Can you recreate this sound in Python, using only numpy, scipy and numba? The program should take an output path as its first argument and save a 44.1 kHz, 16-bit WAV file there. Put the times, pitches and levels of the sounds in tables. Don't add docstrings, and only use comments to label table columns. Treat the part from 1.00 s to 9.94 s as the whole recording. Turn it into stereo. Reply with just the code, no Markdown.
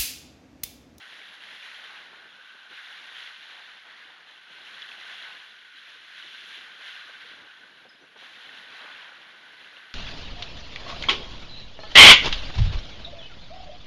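import sys
import numpy as np
from scipy import signal
from scipy.fft import rfft, irfft
from scipy.io import wavfile
from numba import njit

SR = 44100
rng = np.random.default_rng(int(sys.argv[2]) if len(sys.argv) > 2 else 0)


def digitize_waveform(pressure):
    field = np.atleast_2d(pressure).T
    bounded = np.clip(field, -1, 1)
    quanta = np.round(bounded * 32767).astype(np.int16)
    wavfile.write(sys.argv[1], SR, quanta)


N = 394254
TIME = np.arange(N) / SR
BINS = np.maximum(np.arange(N // 2 + 1) * SR / N, 1)

# (time [s], relative level [dB], rise [s], hold [s], nominal fade [s],
# then re the crest: rattling shingle [dB], plunging water [dB], fizzing foam [dB])
BREAKERS = [(-0.1, -52.5, 0.15, 0.22, 0.28, 3.5, -7, -13), (0.384, -49.5, 0.16, 0.14, 0.2, 3, -9.5, -14.5),
            (0.733, -55, 0.072, 0.2, 0.12, 1, -2.5, -21), (1.207, -66, 0.26, 0.64, 0.27, 13, 2.5, -8.5),
            (1.68, -51.5, 0.085, 0.37, 0.48, 3.5, -10, -15.5),
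            (2.125, -49.5, 0.067, 0.076, 0.061, 4.5, -8.5, -15.5),
            (2.463, -55, 0.04, 0.2, 0.047, 2, -3, -19.5), (2.846, -55.5, 0.022, 0.16, 0.14, -6, -4, -24),
            (3.254, -64, .02, 0.043, 0.33, 10.5, -1, -11), (3.48, -51.5, 0.29, 0.47, 0.24, 5, -6.5, -15),
            (3.985, -52.5, 0.018, 0.36, 0.023, 2.5, -7, -16.5),
            (4.392, -64, 0.083, 0.13, 0.22, 2.5, -30, -14), (4.708, -55.5, 0.12, 0.44, 0.5, 5.5, -11, -15),
            (5.11, -54, 0.1, 0.34, 0.038, 7.5, -12, -13.5), (5.446, -62.5, 0.026, .015, .03, 3, -15, 0),
            (5.483, -52.5, 0.044, 0.11, 0.22, 3.5, -8.5, -16.5),
            (5.764, -51, 0.09, 0.14, 0.2, 4.7, -7.5, -15.5), (6.118, -53, 0.14, 0.033, 0.063, 3, -10, -17),
            (7.158, -53, 0.076, 0.36, 0.14, 4.5, -4, -15.5),
            (7.662, -51.5, 0.12, 0.24, 0.13, 2.5, -2, -18.5), (8.087, -58, 0.13, 0.3, 0.29, 2, -5.5, -18),
            (8.484, -55.5, 0.14, 0.12, 0.58, 2, -7.5, -16.5)]
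CREST_DB, STONES_DB, WATER_DB, FOAM_DB = np.transpose(BREAKERS)[[1, 5, 6, 7]]


def undb(db):
    return 10 ** (np.asarray(db) / 20)


def unit(x):
    return x / np.sqrt(np.mean(x ** 2))


def curves(table):
    s, *columns = np.transpose(table)
    return [np.interp(TIME, s, c) for c in columns]


def by_frequency(table):
    hz, *columns = np.transpose(table)
    return np.array([np.interp(np.log(BINS), np.log(np.sort(hz)), c) for c in columns])


def colour(x, spectrum):
    return unit(irfft(rfft(x) * undb(by_frequency(spectrum)), N))


def flutter(rate, depth_db):
    steps = rng.standard_normal(4096)
    return unit(undb(depth_db * np.interp(TIME * rate, np.arange(len(steps)), steps)))


@njit
def ring(start, hz, cycles, size, rise):
    out = np.zeros(N)
    for k in range(len(start)):
        first = int(start[k] * SR)
        length = int(cycles[k] * SR / hz[k]) + 1
        phase = 0.
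        gain = size[k]
        fade = np.exp(-np.log(1000) / length)
        for i in range(max(0, min(length, N - first))):
            phase += 2 * np.pi * hz[k] * (1 + rise * i / length) / SR
            out[first + i] += gain * np.sin(phase)
            gain *= fade
    return out


def bubbles(s, db, hz, cycles, rise, swell):
    s, hz = np.array(s), np.array(hz)
    long_ring = ring(s, hz, cycles, undb(db), float(rise))
    short_ring = ring(s, hz, cycles * swell, undb(db), float(rise * swell))
    return long_ring - short_ring


def grains(low_hz, high_hz, cycles, spread_db, rise, count):
    swarms = []
    for _ in range(2):
        when, pitch, damping, strength = rng.random((count, 4)).T
        hz = low_hz * (min(high_hz, .4 * SR) / low_hz) ** pitch
        size = undb(-spread_db * np.log(np.maximum(strength, 1 / 160)))
        size = size * rng.choice([-1, 1], count)
        swarm = ring(when * N / SR, hz, cycles * (.5 + damping), size * hz / high_hz, float(rise))
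        swarms.append(unit(swarm))
    return np.array(swarms)


def wash(swarm, blur_db, spectrum):
    return colour(swarm + undb(blur_db) * rng.standard_normal((2, N)), spectrum)


def surges(levels_db, floor_db, linger=0.78):
    power = undb(floor_db) ** 2
    for (s, _, rise, hold, fade, *_), db in zip(BREAKERS, levels_db):
        age = TIME - s
        build = np.clip(age / rise, 0, 1) ** 1.05
        decay = np.exp(-np.maximum(age - rise - hold, 0) / (fade * linger))
        power = power + undb(db) ** 2 * build * decay
    return np.sqrt(power)


def partly_alike(shared, own, likeness):
    return np.array([likeness * shared + np.sqrt(1 - likeness ** 2) * own, shared])


def buffet(length, hz):
    age = np.arange(-SR // 8, SR // 8) / SR
    shape = .5 ** (2 * (age / length) ** 2)
    puff = 0
    for ratio, db in ((2.0, 0), (1.27, -5)):
        band = signal.butter(2, [hz / ratio, hz * ratio], "band", fs=SR, output="sos")
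        puff = puff + undb(db) * unit(signal.sosfilt(band, rng.standard_normal(len(age))))
    return unit(puff * shape) * np.sqrt(np.mean(shape ** 2))


def wind():
    # (time [s], relative level at the left port [dB], at the right port [dB])
    breeze_db = [(0, -71, -65), (.15, -69.5, -63.5), (.38, -67, -66), (.5, -71, -61.5), (.66, -72, -70.5),
                 (.8, -73, -65), (1.08, -65.5, -61), (1.25, -68.5, -60.5), (1.39, -72, -70),
                 (1.46, -69, -75), (1.6, -67, -75), (1.71, -70, -64), (1.79, -70, -81), (2.05, -67.5, -72),
                 (2.26, -69, -77), (2.41, -68, -82), (2.52, -68.5, -66), (2.68, -76, -67.5),
                 (2.78, -73, -73), (2.9, -72, -64.5), (3.3, -72, -66.5), (3.44, -75.5, -68.5),
                 (3.6, -70, -60), (3.9, -70, -67), (4.3, -69.5, -64.5), (4.45, -74, -67), (4.7, -75, -70),
                 (4.88, -79, -71), (4.96, -71, -63), (5.12, -76, -68), (5.38, -69, -64.5), (5.8, -67, -64),
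                 (5.9, -71, -68.5), (6.25, -66.5, -63.5), (6.43, -65, -59), (6.52, -75, -72),
                 (6.64, -66, -60), (6.74, -66, -70), (6.82, -68, -59), (6.9, -70, -71),
                 (6.97, -71.5, -60.5), (7.1, -68.5, -67.5), (7.3, -73, -65), (7.55, -67, -58),
                 (7.8, -70, -61), (8.05, -69, -64), (8.18, -69, -62), (8.32, -71, -62), (8.5, -71, -60.5),
                 (8.75, -64.5, -62.5), (8.94, -75, -67)]
    # (frequency [Hz], level [dB])
    eddy_spectrum = [(25, -42), (60, -16), (110, -5), (180, 0.5), (260, 2.5), (400, 1.5), (700, 0.5),
                     (1400, -6), (4000, -57)]
    # (frequency [Hz], level [dB])
    puff_spectrum = [(40, -41), (150, -9.5), (300, -6), (450, -3), (750, -0.5), (1100, -0.5), (1800, -19),
                     (5000, -56)]
    # (time [s], level
    # before shaping [dB], half-length to -12 dB [s], centre frequency [Hz], port [0 left, 1 right])
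    strong_buffets = [(.2, -54.5, 0.032, 520, 1), (0.539, -55, 0.02, 420, 1), (1.136, -47.5, 0.012, 566, 1),
                      (1.268, -56, 0.013, 433, 0), (1.552, -51, .006, 472, 0), (2.013, -56, 0.014, 395, 0),
                      (2.121, -54, .011, 517, 0), (3.505, -58, 0.014, 526, 1), (3.978, -52, .013, 500, 1),
                      (4.349, -53, 0.013, 650, 0), (5.25, -52, 0.013, 450, 1),
                      (5.579, -54.5, 0.016, 440, 0), (6.096, -49, 0.012, 600, 0),
                      (6.305, -55, 0.032, 343, 1), (6.461, -52.5, 0.011, 480, 0),
                      (6.638, -59, .025, 377, 1), (6.859, -52, 0.014, 418, 1), (7.033, -52, 0.022, 370, 1),
                      (7.162, -54, 0.018, 600, 0), (7.166, -55, 0.016, 400, 1), (7.226, -55, .012, 420, 1),
                      (7.48, -53.5, 0.032, 527, 1), (7.849, -45.5, 0.011, 540, 1),
                      (8.189, -60, 0.024, 487, 0), (8.774, -48.5, 0.0051, 650, 0)]
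    breeze = undb(curves(breeze_db))
    gusts = np.array([port * undb(1.2) * flutter(rate=45, depth_db=3.0) for port in breeze])
    shared, own = colour(rng.standard_normal((2, N)), eddy_spectrum)
    eddies = partly_alike(shared, own, likeness=0.58)
    puffs = np.array([port * undb(-3.5) * flutter(rate=50, depth_db=5) for port in breeze])
    out = gusts * eddies + puffs * colour(rng.standard_normal((2, N)), puff_spectrum)
    for s, db, length, hz, port in strong_buffets:
        puff = buffet(length, hz)
        first = int(s * SR) - len(puff) // 2
        out[int(port), first:first + len(puff)] += undb(db) * puff[:N - first]
    return out


def bird(gain_db=-8, echo_db=-4, echo_t60_s=.25):
    # (time [s], length [s], relative level [dB], start frequency [Hz], end frequency [Hz])
    chirps = [(6.888, .022, -48, 5130, 5020), (6.916, .018, -58, 4950, 5050),
              (6.935, .026, -66, 4980, 5180), (6.976, .026, -66, 5220, 5050),
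              (6.999, .043, -67, 5700, 6120), (7.172, .013, -55, 5700, 5780),
              (7.198, .014, -56, 5720, 5760)]
    song = np.zeros(N)
    for s, length, db, start_hz, end_hz in chirps:
        during = (TIME >= s) & (TIME < s + length)
        progress = (TIME[during] - s) / length
        phase = 2 * np.pi * np.cumsum(start_hz + (end_hz - start_hz) * progress) / SR
        song[during] += undb(db + gain_db) * np.sin(np.pi * progress) * np.sin(phase)
    song *= flutter(rate=550, depth_db=6.0)
    tail = rng.standard_normal(SR // 2) * np.exp(-np.log(1000) * TIME[:SR // 2] / echo_t60_s)
    echo = signal.fftconvolve(song, tail / np.sqrt(np.sum(tail ** 2)))[:N]
    return song + undb(echo_db) * echo


def far_surf():
    # (time [s], relative level [dB])
    far_level = [(0, -52), (.5, -62), (1.0, -50.5), (1.3, -52), (1.8, -48.5), (2.25, -55.5), (2.7, -54),
                 (3.25, -60.5), (3.75, -49), (4.3, -49.5), (4.6, -55), (5.15, -52), (6.12, -47), (6.5, -53),
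                 (7.05, -59), (7.9, -48.5), (8.3, -55.5), (8.94, -54)]
    # (frequency [Hz], level [dB])
    spectrum = [(300, -65), (600, -38), (1200, -12), (1360, -14), (1450, -2), (1540, 0.5), (1680, -8),
                (1900, -16.5), (3000, -16), (6000, -60)]
    far_db, = curves(far_level)
    roar = colour(rng.standard_normal((2, N)), spectrum)
    return roar * undb(far_db - 2.5) * flutter(rate=20, depth_db=1.7)


def spatter():
    # (frequency [Hz], level [dB])
    spectrum = [(600, -29), (1300, -3), (1700, 1), (3500, -0.5), (4500, -3), (6000, -24), (9000, -32)]
    drops = grains(low_hz=1450, high_hz=3800, cycles=50, spread_db=1.5, rise=.1, count=600)[0]
    clacks = grains(low_hz=1800, high_hz=4200, cycles=12, spread_db=1.2, rise=0, count=1500)[0]
    return (colour(drops, spectrum) * surges(CREST_DB - 6.5, floor_db=-71.5)
            + colour(clacks, spectrum) * surges(CREST_DB + STONES_DB - 10.5, floor_db=-75))


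def knocks(top_hz=6000):
    # (time [s], relative level [dB])
    contacts = [(3.8201, -23), (3.8222, -31), (3.8268, -31)]
    # (frequency [Hz], level [dB], cycles to fall 60 dB)
    modes = [(1950, -9, 14), (3000, -9, 26), (3430, -2.5, 45), (4900, -15, 25)]
    s, db = np.transpose(contacts)
    rings = 0
    for hz, mode_db, cycles in modes:
        pitches, lives = np.full(len(s), float(hz)), np.full(len(s), float(cycles))
        rings = rings + bubbles(s, db + mode_db, pitches, lives, rise=0, swell=0.18)
    return signal.sosfilt(signal.butter(4, top_hz, fs=SR, output="sos"), rings)


def glugs(gain_db=1.5, t60_s=0.056):
    # (time [s], relative level [dB], starting pitch [Hz])
    pockets = [(1.386, -55, 516), (1.714, -58, 387), (1.715, -56, 775), (1.920, -56, 775),
               (2.866, -59.5, 473), (3.052, -56, 301), (3.810, -57, 430), (4.747, -59, 260),
               (4.954, -61, 473), (5.246, -51.5, 344), (5.577, -53, 424), (5.792, -57, 440),
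               (6.248, -51, 473), (6.302, -54, 258), (6.850, -53, 732), (6.853, -52, 512),
               (7.012, -50, 344), (7.158, -50, 430), (7.161, -51, 818), (7.178, -57, 215),
               (7.221, -54, 516), (7.481, -51, 732), (8.120, -55, 516)]
    s, db, hz = np.transpose(pockets)
    return bubbles(s, db + gain_db, hz, hz * t60_s, rise=.12, swell=.13)


def plips(cycles=42, rise=0.042, gain_db=-5.5):
    # (time [s], relative level [dB], starting pitch [Hz])
    bursts = [(.216, -29, 2230), (1.729, -28, 1540), (1.927, -26, 2950), (2.228, -27, 3000),
              (2.707, -31, 2970), (3.668, -27.5, 2850), (3.889, -25, 3250), (3.9165, -24, 2600),
              (4.182, -30, 3530), (5.2, -28, 1540), (5.225, -25, 3000), (5.863, -30, 2900),
              (5.869, -28, 1770), (6.334, -31, 1500), (6.446, -37.5, 2800), (6.634, -34, 1500),
              (7.492, -27.5, 1830), (7.961, -28, 2730), (8.645, -28, 2670), (8.768, -28.5, 2840)]
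    s, db, hz = np.transpose(bursts)
    return bubbles(s, db + gain_db, hz, np.full(len(s), float(cycles)), rise, swell=.14)


def slaps(attack_s=.0012):
    # (time [s], relative level [dB], fade to 1/e [s])
    impacts = [(1.718, -55, .012), (2.214, -52, .01), (2.852, -57, .02), (4.872, -58, 0.021),
               (6.095, -55, .009), (6.853, -61, 0.0077), (7.04, -55, .009), (7.1607, -50.5, .012),
               (7.221, -53, .013)]
    # (frequency [Hz], level [dB])
    spectrum = [(70, -28), (200, -6), (400, -1), (850, -1), (1300, 1), (2200, -15), (4500, -30),
                (9000, -60)]
    shape = 0
    for s, db, fade in impacts:
        age = np.maximum(TIME - s, 0)
        attack = np.minimum(age / attack_s, 1)
        shape = shape + undb(db) * attack * np.exp(-np.minimum(age / fade, 20))
    return shape * colour(rng.standard_normal(N), spectrum)


def fizz():
    # (frequency [Hz], level [dB])
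    spectrum = [(3500, -0.5), (5200, 2), (6400, -1.5), (7200, -4.5), (8500, -8.5), (9300, -1), (9900, -5),
                (10600, -2.5), (11400, -6.5), (12500, -14.5)]
    swarm = grains(low_hz=4370, high_hz=12130, cycles=45, spread_db=2.5, rise=.05, count=70000)
    return wash(swarm, 5.2, spectrum) * surges(CREST_DB + FOAM_DB, floor_db=-75.5, linger=0.92)


def shingle():
    # (frequency [Hz], level [dB])
    spectrum = [(1200, -34), (2200, -10.5), (2750, -0.5), (3100, 0.5), (3550, -1), (3760, -3), (4080, -2.5),
                (4500, -16.5), (5100, -16.5), (6000, -22.5), (7500, -31.5), (12000, -49)]
    swarm = grains(low_hz=2194, high_hz=7040, cycles=37, spread_db=2.0, rise=0, count=30000)
    level = surges(CREST_DB + STONES_DB - 1.18, floor_db=-62, linger=1.1)
    return wash(swarm, 0.5, spectrum) * level * flutter(rate=27, depth_db=0.26)


def froth():
    # (frequency [Hz], level [dB])
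    spectrum = [(250, -60), (600, -34), (900, -19), (1300, -7), (1550, -1), (1800, 0.5), (2050, -1.5),
                (2400, -4.5), (3000, -13), (4500, -5.5), (9000, -60)]
    swarm = grains(low_hz=1295, high_hz=3594, cycles=41, spread_db=2.0, rise=0.21, count=24000)
    level = surges(CREST_DB + 1.9, floor_db=-59.5, linger=0.99)
    return wash(swarm, 5.0, spectrum) * level * flutter(rate=38, depth_db=0.1)


def lulls():
    # (time [s], half-length to 1/e of the dip [s], dip [dB])
    dips = [(1.47, .04, -4), (2.41, .04, -1.5), (2.809, .035, -5), (4.72, .19, -5)]
    return undb(sum(db * np.exp(-np.minimum(((TIME - s) / length) ** 2, 20)) for s, length, db in dips))


def plunge():
    # (time [s], relative level [dB])
    lapping = [(0, -65), (1.3, -65), (1.46, -79), (1.65, -65), (3.3, -63.5), (4.3, -74), (4.5, -80.5),
               (4.8, -80), (5.2, -71), (6.7, -65.5), (7.08, -76), (7.3, -70), (8.94, -73)]
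    # (frequency [Hz], level [dB])
    spectrum = [(60, -48), (200, -27), (450, -10.5), (750, -5), (1000, -2), (1300, -1), (1700, -3),
                (2800, -28), (8000, -54)]
    lapping_db, = curves(lapping)
    swarm = grains(low_hz=344, high_hz=1896, cycles=9.2, spread_db=2.0, rise=0.2, count=9000)
    level = surges(CREST_DB + WATER_DB - 0.15, lapping_db, linger=0.99)
    return wash(swarm, 9.1, spectrum) * level * flutter(rate=22, depth_db=1.5) * lulls()


def surf():
    spills = flutter(rate=32, depth_db=0.85)
    near = plunge() + froth() + shingle() + fizz()
    return near * spills + far_surf()


def at_ports(field, point):
    # (frequency [Hz], left level [dB], right level [dB])
    port_colour = [(200, -5, -2), (790, -4, 4.5), (1230, -4, 4), (1540, -7, 4.5), (2040, -6, 4.5),
                   (2460, -5, 2.5), (3100, -5.5, 3.5), (3640, -5, 4), (3690, -5, 0), (3870, -3.5, 3),
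                   (4050, -5, 2.5), (4360, -1, 1), (4570, 1.5, -2.5), (5120, 3.5, -8.5), (5850, 6, -5),
                   (6600, 4.5, 4), (7400, 5, -2), (8350, 3.5, -17), (9300, 2, -1), (9900, 2.5, 2.5),
                   (10470, 5, 1.5), (11200, 6.5, 3), (12200, 1, 2)]
    # (frequency [Hz], correlation [0-1])
    port_likeness = [(200, 0.5), (900, 0.74), (1250, 0.5), (1520, 1), (2000, 0.65), (2450, 0.55),
                     (2800, 0.74), (3500, 0.57), (4100, 0.42), (4900, 0.06), (12000, 0.1)]
    shared, own = rfft(field)
    likeness = np.clip(by_frequency(port_likeness)[0], 0, 1)
    pair = partly_alike(shared, own, likeness)
    return irfft((pair + rfft(point)) * undb(by_frequency(port_colour)), N)


def scene():
    point = bird() + spatter() + knocks() + glugs() + plips() + slaps()
    return wind() + at_ports(surf(), point)


def record(dry):
    null_hz, null_width_hz, null_db = 7850, 330, -7.5
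    null = undb(null_db * np.exp(-((BINS - null_hz) / null_width_hz) ** 2))
    highpass = signal.butter(2, 48, "high", fs=SR, output="sos")
    lowpass = signal.ellip(8, .2, 70, 12600, fs=SR, output="sos")
    return signal.sosfilt(np.vstack([highpass, lowpass]), irfft(rfft(dry) * null, N))


dry = scene()
out = record(dry)
digitize_waveform(out)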